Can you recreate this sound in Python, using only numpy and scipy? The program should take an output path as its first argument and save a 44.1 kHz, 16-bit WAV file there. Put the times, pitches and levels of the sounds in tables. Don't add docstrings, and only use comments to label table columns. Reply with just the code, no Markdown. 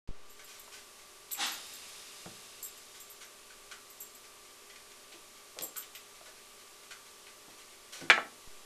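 import sys
import numpy as np
from scipy import signal
from scipy.fft import rfft, irfft
from scipy.io import wavfile
from scipy.ndimage import uniform_filter1d

SR = 44100
rng = np.random.default_rng(int(sys.argv[2]) if len(sys.argv) > 2 else 0)


def dump_mix(stems):
    frames = np.atleast_2d(stems).T
    limited = np.clip(frames, -1, 1)
    pcm = np.round(limited * 32767).astype(np.int16)
    wavfile.write(sys.argv[1], SR, pcm)


N = 381465

# f/Hz, level/dB
SPLASH_SPECTRUM = [(200, -27), (800, -7.5), (1500, -2.5), (3000, -1), (7000, -3), (10000, -10.5),
                   (14000, -16)]


def amp(db):
    return 10 ** (np.asarray(db) / 20)


def unit(x):
    return x / np.sqrt(np.sum(x ** 2) + 1e-20)


def ramp(x):
    return np.clip(x, 0, 1)


def read(points, hz):
    f, value = np.transpose(points)
    return np.interp(np.log(hz + 1), np.log(f + 1), value)


def add(mix, start_s, sound):
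    part = mix[round(start_s * SR):][:len(sound)]
    part += sound[:len(part)]


def noise(spectrum):
    gain = amp(read(spectrum, np.fft.rfftfreq(N, 1 / SR)))
    return np.sqrt(N) * unit(irfft(rfft(rng.standard_normal(N)) * gain, N))


def click(spectrum, size=8192):
    log_gain = np.log(amp(read(spectrum, abs(np.fft.fftfreq(size, 1 / SR)))))
    return unit(np.fft.ifft(np.exp(np.conj(signal.hilbert(log_gain)))).real)


def ring(modes, size=8192):
    t = np.arange(size) / SR
    return unit(sum(amp(db - 60 * t / fade_s) * np.sin(2 * np.pi * (hz * t + rng.random()))
                    for hz, db, fade_s in modes))


def resonate(x, hz, q):
    return signal.lfilter(*signal.iirpeak(min(hz, SR / 4), max(q, .5), SR), x)


def soften(x, top_hz, order=3):
    return signal.lfilter(*signal.butter(order, min(top_hz, SR / 3), fs=SR), x)


def patter(length_s, per_s, spread_db, size=8192):
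    age = (1 + np.arange(size)) / SR / (length_s / 2)
    hits = rng.random(size) < per_s / SR
    hits[round(length_s / 4 * SR) % size] = True
    sizes = rng.choice([-1, 1], size) * amp(spread_db * np.minimum(rng.exponential(1, size), 3))
    return unit(hits * sizes * np.sqrt(age) * np.exp(-age))


def room(x, echo_db, build_s=0.00059):
    # f/Hz, fade time/s
    fade_times = [(150, 0.71), (400, 0.37), (1000, 0.28), (2700, 0.26), (7000, 0.26), (13000, 0.1)]
    hz, t, bands = signal.stft(rng.standard_normal(SR), SR, nperseg=256)
    tail = signal.istft(bands * amp(-60 * t / read(fade_times, hz)[:, None]), SR, nperseg=256)[1]
    tail *= 1 - np.exp(-(np.arange(len(tail)) / SR / build_s) ** 2)
    return x + amp(echo_db) * signal.fftconvolve(x, unit(tail))[:N]


def background(hiss_db=-55, waver_hz=2.145):
    # f/Hz, level/dB
    hiss_spectrum = [(20, 0.5), (35, -33), (60, -11.5), (120, -19), (160, -19), (240, -9), (310, -13),
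                     (390, -7), (480, -9), (750, -11), (1150, -9), (1700, -12), (2300, -10), (7000, -11.5),
                     (10000, -13.5), (14000, -20.5)]
    # f/Hz, level/dB
    hum_tones = [(118.4, -83.5), (360.7, -75), (409.5, -70.5), (600, -74), (1115, -75), (1174, -68.5)]
    out = amp(hiss_db) * noise(hiss_spectrum)
    for hz, db in hum_tones:
        drift = np.sqrt(N) * unit(uniform_filter1d(rng.standard_normal(N), size=1500))
        out += amp(db) * np.sqrt(2) * np.sin(2 * np.pi * np.cumsum(hz + waver_hz * drift) / SR)
    return out


def swish(start_s=1.354, swish_db=-33.5, rise_s=0.055, hold_s=0.038, fall_db_per_s=145,
          hiss_db=-49.5, hiss_rise_s=.19, hiss_fade_s=1.92):
    # f/Hz, level/dB
    swish_spectrum = [(59, -65), (100, -36), (320, -12), (426, -18), (499, -12), (574, -14.5), (804, -0.5),
                      (1060, -5), (1220, -0.5), (2490, -5.5), (3710, -1), (4180, -5), (6860, -8),
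                      (11500, -19), (15000, -50), (22000, -120)]
    hiss_spectrum = [(300, -9.5), (1900, -2), (2600, 0.5), (4000, 1), (8000, -1), (11500, -5.5),
                     (14000, -18)]
    # f/Hz, width/Hz, level compared with the hiss/dB
    whistles = [(2743, 32, 0), (3710, 90, 2), (5030, 200, -4)]
    t = np.arange(N) / SR - start_s
    burst = ramp(t / rise_s) ** 2 * amp(swish_db - fall_db_per_s * np.maximum(t - rise_s - hold_s, 0))
    fade = amp(hiss_db) * ramp(t / hiss_rise_s) ** 2 * ramp(1 - (t - hiss_rise_s) / hiss_fade_s)
    hiss = noise(hiss_spectrum)
    hiss = hiss + sum(amp(db) * resonate(hiss, hz, hz / width) for hz, width, db in whistles)
    return room(noise(swish_spectrum) * burst, echo_db=-6) + hiss * fade


def bumps(width_hz=290):
    # t/s, level/dB, f/Hz, length/s
    contacts = [(.675, -27.5, 940, 0.017), (2.258, -17, 280, .012), (5.136, -28, 400, .025),
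                (5.563, -17, 550, 0.071), (5.605, -27, 243, .025), (5.619, -19.5, 570, .03),
                (6.21, -27.5, 710, .008), (6.271, -28.5, 623, 0.029), (7.479, -27.5, 353, 0.017),
                (7.938, -27.5, 604, 0.048), (8.009, -15.5, 268, 0.049), (8.26, -33, 330, .03)]
    out = np.zeros(N)
    for s, db, hz, length_s in contacts:
        push = resonate(patter(length_s, per_s=1500, spread_db=1), hz, q=.5)
        add(out, s, amp(db) * unit(resonate(push, hz, hz / width_hz)))
    return room(out, echo_db=-7)


def knocks(clack_hz=2050, clack_db=-2, ring_db=-4, rattle_s=.009, rattle_delay_s=0.00197):
    # t/s, level/dB, dull above f/Hz, level of rattle and ring compared with the clack/dB
    blows = [(8.1, 7, 10000, 3), (8.1786, 6.5, 1190, -8)]
    # f/Hz, level/dB, fade time/s
    tones = [(661, -10, .14), (755, -10, 0.094), (887, -5, 0.089), (1086, -0.5, 0.093), (1324, 0, 0.16),
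             (1560, -7, 0.11), (1727, 3, .13), (1830, 2, 0.1), (2178, 1.5, 0.095), (2380, 1, 0.15),
             (2690, -10, 0.11), (2784, -5.5, .13), (3020, -8, 0.13), (3310, -4, .07)]
    # f/Hz, level/dB
    crack_spectrum = [(60, -38), (110, -27), (180, -15), (400, -13), (750, -3), (960, -6.5), (1300, -3),
                      (2000, 2.5), (2700, -2.5), (3600, -7.5), (4600, -17), (6800, -21), (9000, -29),
                      (14000, -39)]
    out = np.zeros(N)
    crack = click(crack_spectrum)
    clack = unit(crack + amp(clack_db) * unit(resonate(crack, clack_hz, q=4.8)))
    for s, db, top_hz, rattle_db in blows:
        blow = clack + amp(ring_db + rattle_db) * ring(tones)
        rattle = unit(signal.fftconvolve(patter(rattle_s, per_s=5000, spread_db=-0.5), crack))
        add(blow, rattle_delay_s, amp(rattle_db) * rattle)
        add(out, s, amp(db) * soften(blow, top_hz))
    return room(out, echo_db=-6)


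def ticks(body_hz=5000, ring_hz=3250, fade_s=0.028, ring_db=-7):
    # t/s, level/dB
    contacts = [(4.919, -31), (5.5888, -14.5), (5.611, -18)]
    out = np.zeros(N)
    snap = unit(resonate(click(SPLASH_SPECTRUM), body_hz, q=0.57))
    tick = unit(snap + amp(ring_db) * ring([(ring_hz, 0, fade_s)]))
    for s, db in contacts:
        add(out, s, amp(db) * tick)
    return room(out, echo_db=-4)


def tag_strike(chatter_s=.009, click_db=-4):
    # f/Hz, level/dB, fade time/s
    tones = [(7450, -1, .13), (7520, -5, 0.042), (7880, -21, .036), (9340, -21, .033), (12000, 3, .054),
             (12130, 0.5, .08), (12140, -1, .1)]
    # f/Hz, level/dB
    click_spectrum = [(500, -45), (2500, -25), (6300, -12.5), (7700, 1.5), (9800, -9.5), (11300, -6),
                      (12100, 2), (12700, -20), (14000, -28)]
    chatter = patter(chatter_s, per_s=5000, spread_db=2.5)
    tinkle = unit(sum(amp(db) * unit(signal.fftconvolve(chatter, ring([(hz, 0, fade_s)])))
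                      for hz, db, fade_s in tones))
    clicks = unit(signal.fftconvolve(chatter, click(click_spectrum)))
    return unit(tinkle + amp(click_db) * clicks)


def tag(half_swing_s=.146, bounce_s=0.014, full_bounce_db=-12):
    # t/s, level/dB, level of the back strike compared with the first/dB
    swings = [(0.295, -24, -3), (.594, -24, -16), (1.315, -10.5, -7), (1.517, -17.5, -13),
              (1.734, -22, -15), (2.627, -12.5, -17), (3.001, -22, -18), (3.099, -23.5, -9),
              (3.9, -26, -16), (4.002, -16, -10), (5.62, -11.5, -1), (5.949, -23, -20)]
    out = np.zeros(N)
    for start, first_db, back_db in swings:
        for s, db in [(start, first_db), (start + half_swing_s, first_db + back_db)]:
            add(out, s, amp(db) * tag_strike())
            bounce_loss_db = full_bounce_db - db
            add(out, s + bounce_s, amp(db - bounce_loss_db) * tag_strike())
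    return room(out, echo_db=-1.5)


def lap(mouth_hz, length_s):
    spray = unit(signal.fftconvolve(patter(length_s, per_s=3500, spread_db=0.5), click(SPLASH_SPECTRUM)))
    mouth_db = 5 - 480 * length_s
    return unit(spray + amp(mouth_db) * unit(resonate(spray, mouth_hz, q=3.2)))


def lapping(period_s=.226, jitter_s=0.0087, spread_db=-0.5, mouth_hz=2110, spread_octaves=0.1):
    # t/s, level/dB, mouth f/Hz, length/s
    slurps = [(.392, -25, 1830, 0.016), (0.473, -21.5, 2560, 0.096), (0.72, -19.5, 1740, .053),
              (1.309, -21, 3660, 0.0094), (1.345, -23, 2500, .011), (2.944, -25, 2600, 0.041),
              (3.207, -21.5, 1700, 0.03), (3.5, -28, 1600, .018), (3.712, -18.5, 1450, .016),
              (4.699, -29, 2080, 0.0038), (4.759, -27.5, 2060, .006), (5.118, -25.5, 2700, 0.018),
              (5.759, -19.5, 1400, .017), (5.822, -25, 3070, .017), (5.95, -20.5, 2720, 0.011),
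              (6.256, -25, 1500, 0.026), (6.906, -19, 1640, 0.019), (7.268, -28.5, 2200, .0065),
              (7.58, -27, 2180, 0.033), (7.922, -15.5, 2070, 0.062), (8.006, -21, 1470, 0.018)]
    # first t/s, end t/s, level/dB
    runs = [(0.549, 1.15, -29.5), (4.225, 5.45, -31), (6.14, 7.8, -31)]
    out = np.zeros(N)
    for s, db, hz, length_s in slurps:
        add(out, s, amp(db) * lap(hz, length_s))
    for first, end, db in runs:
        for k, (late, size, pitch) in enumerate(rng.standard_normal((8, 3))):
            s = first + k * period_s + jitter_s * late
            gain = (s < end) * amp(db + spread_db * size)
            add(out, s, gain * lap(mouth_hz * 2 ** (spread_octaves * pitch), length_s=.03))
    return room(out, echo_db=0)


def scene():
    return (background() + tag() + lapping() + ticks() + bumps() + knocks() + swish())[None]


def record(dry, on_s=.075, wake_s=0.4, start_db=-0.5, dull_hz=2640, settle_s=0.12, top_hz=14000):
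    # t/s, jump/full scale
    pops = [(.09, -0.034), (0.109, 0.016), (8.476, 0.005)]
    t = np.arange(N) / SR - on_s
    awake = ramp(t / wake_s)
    gain = (t > 0) * amp(start_db * (1 - awake))
    out = gain * (awake * dry[0] + (1 - awake) * soften(dry[0], dull_hz, order=1))
    settling = np.exp(-np.arange(SR) / SR / settle_s)
    pop = uniform_filter1d(np.pad(settling, 20), size=30)
    for s, jump in pops:
        add(out, s, jump * pop)
    treble_cut = signal.firwin(511, top_hz, window=("kaiser", 9), fs=SR)
    return signal.oaconvolve(out, treble_cut, "same")[None]


dry = scene()
out = record(dry)
dump_mix(out)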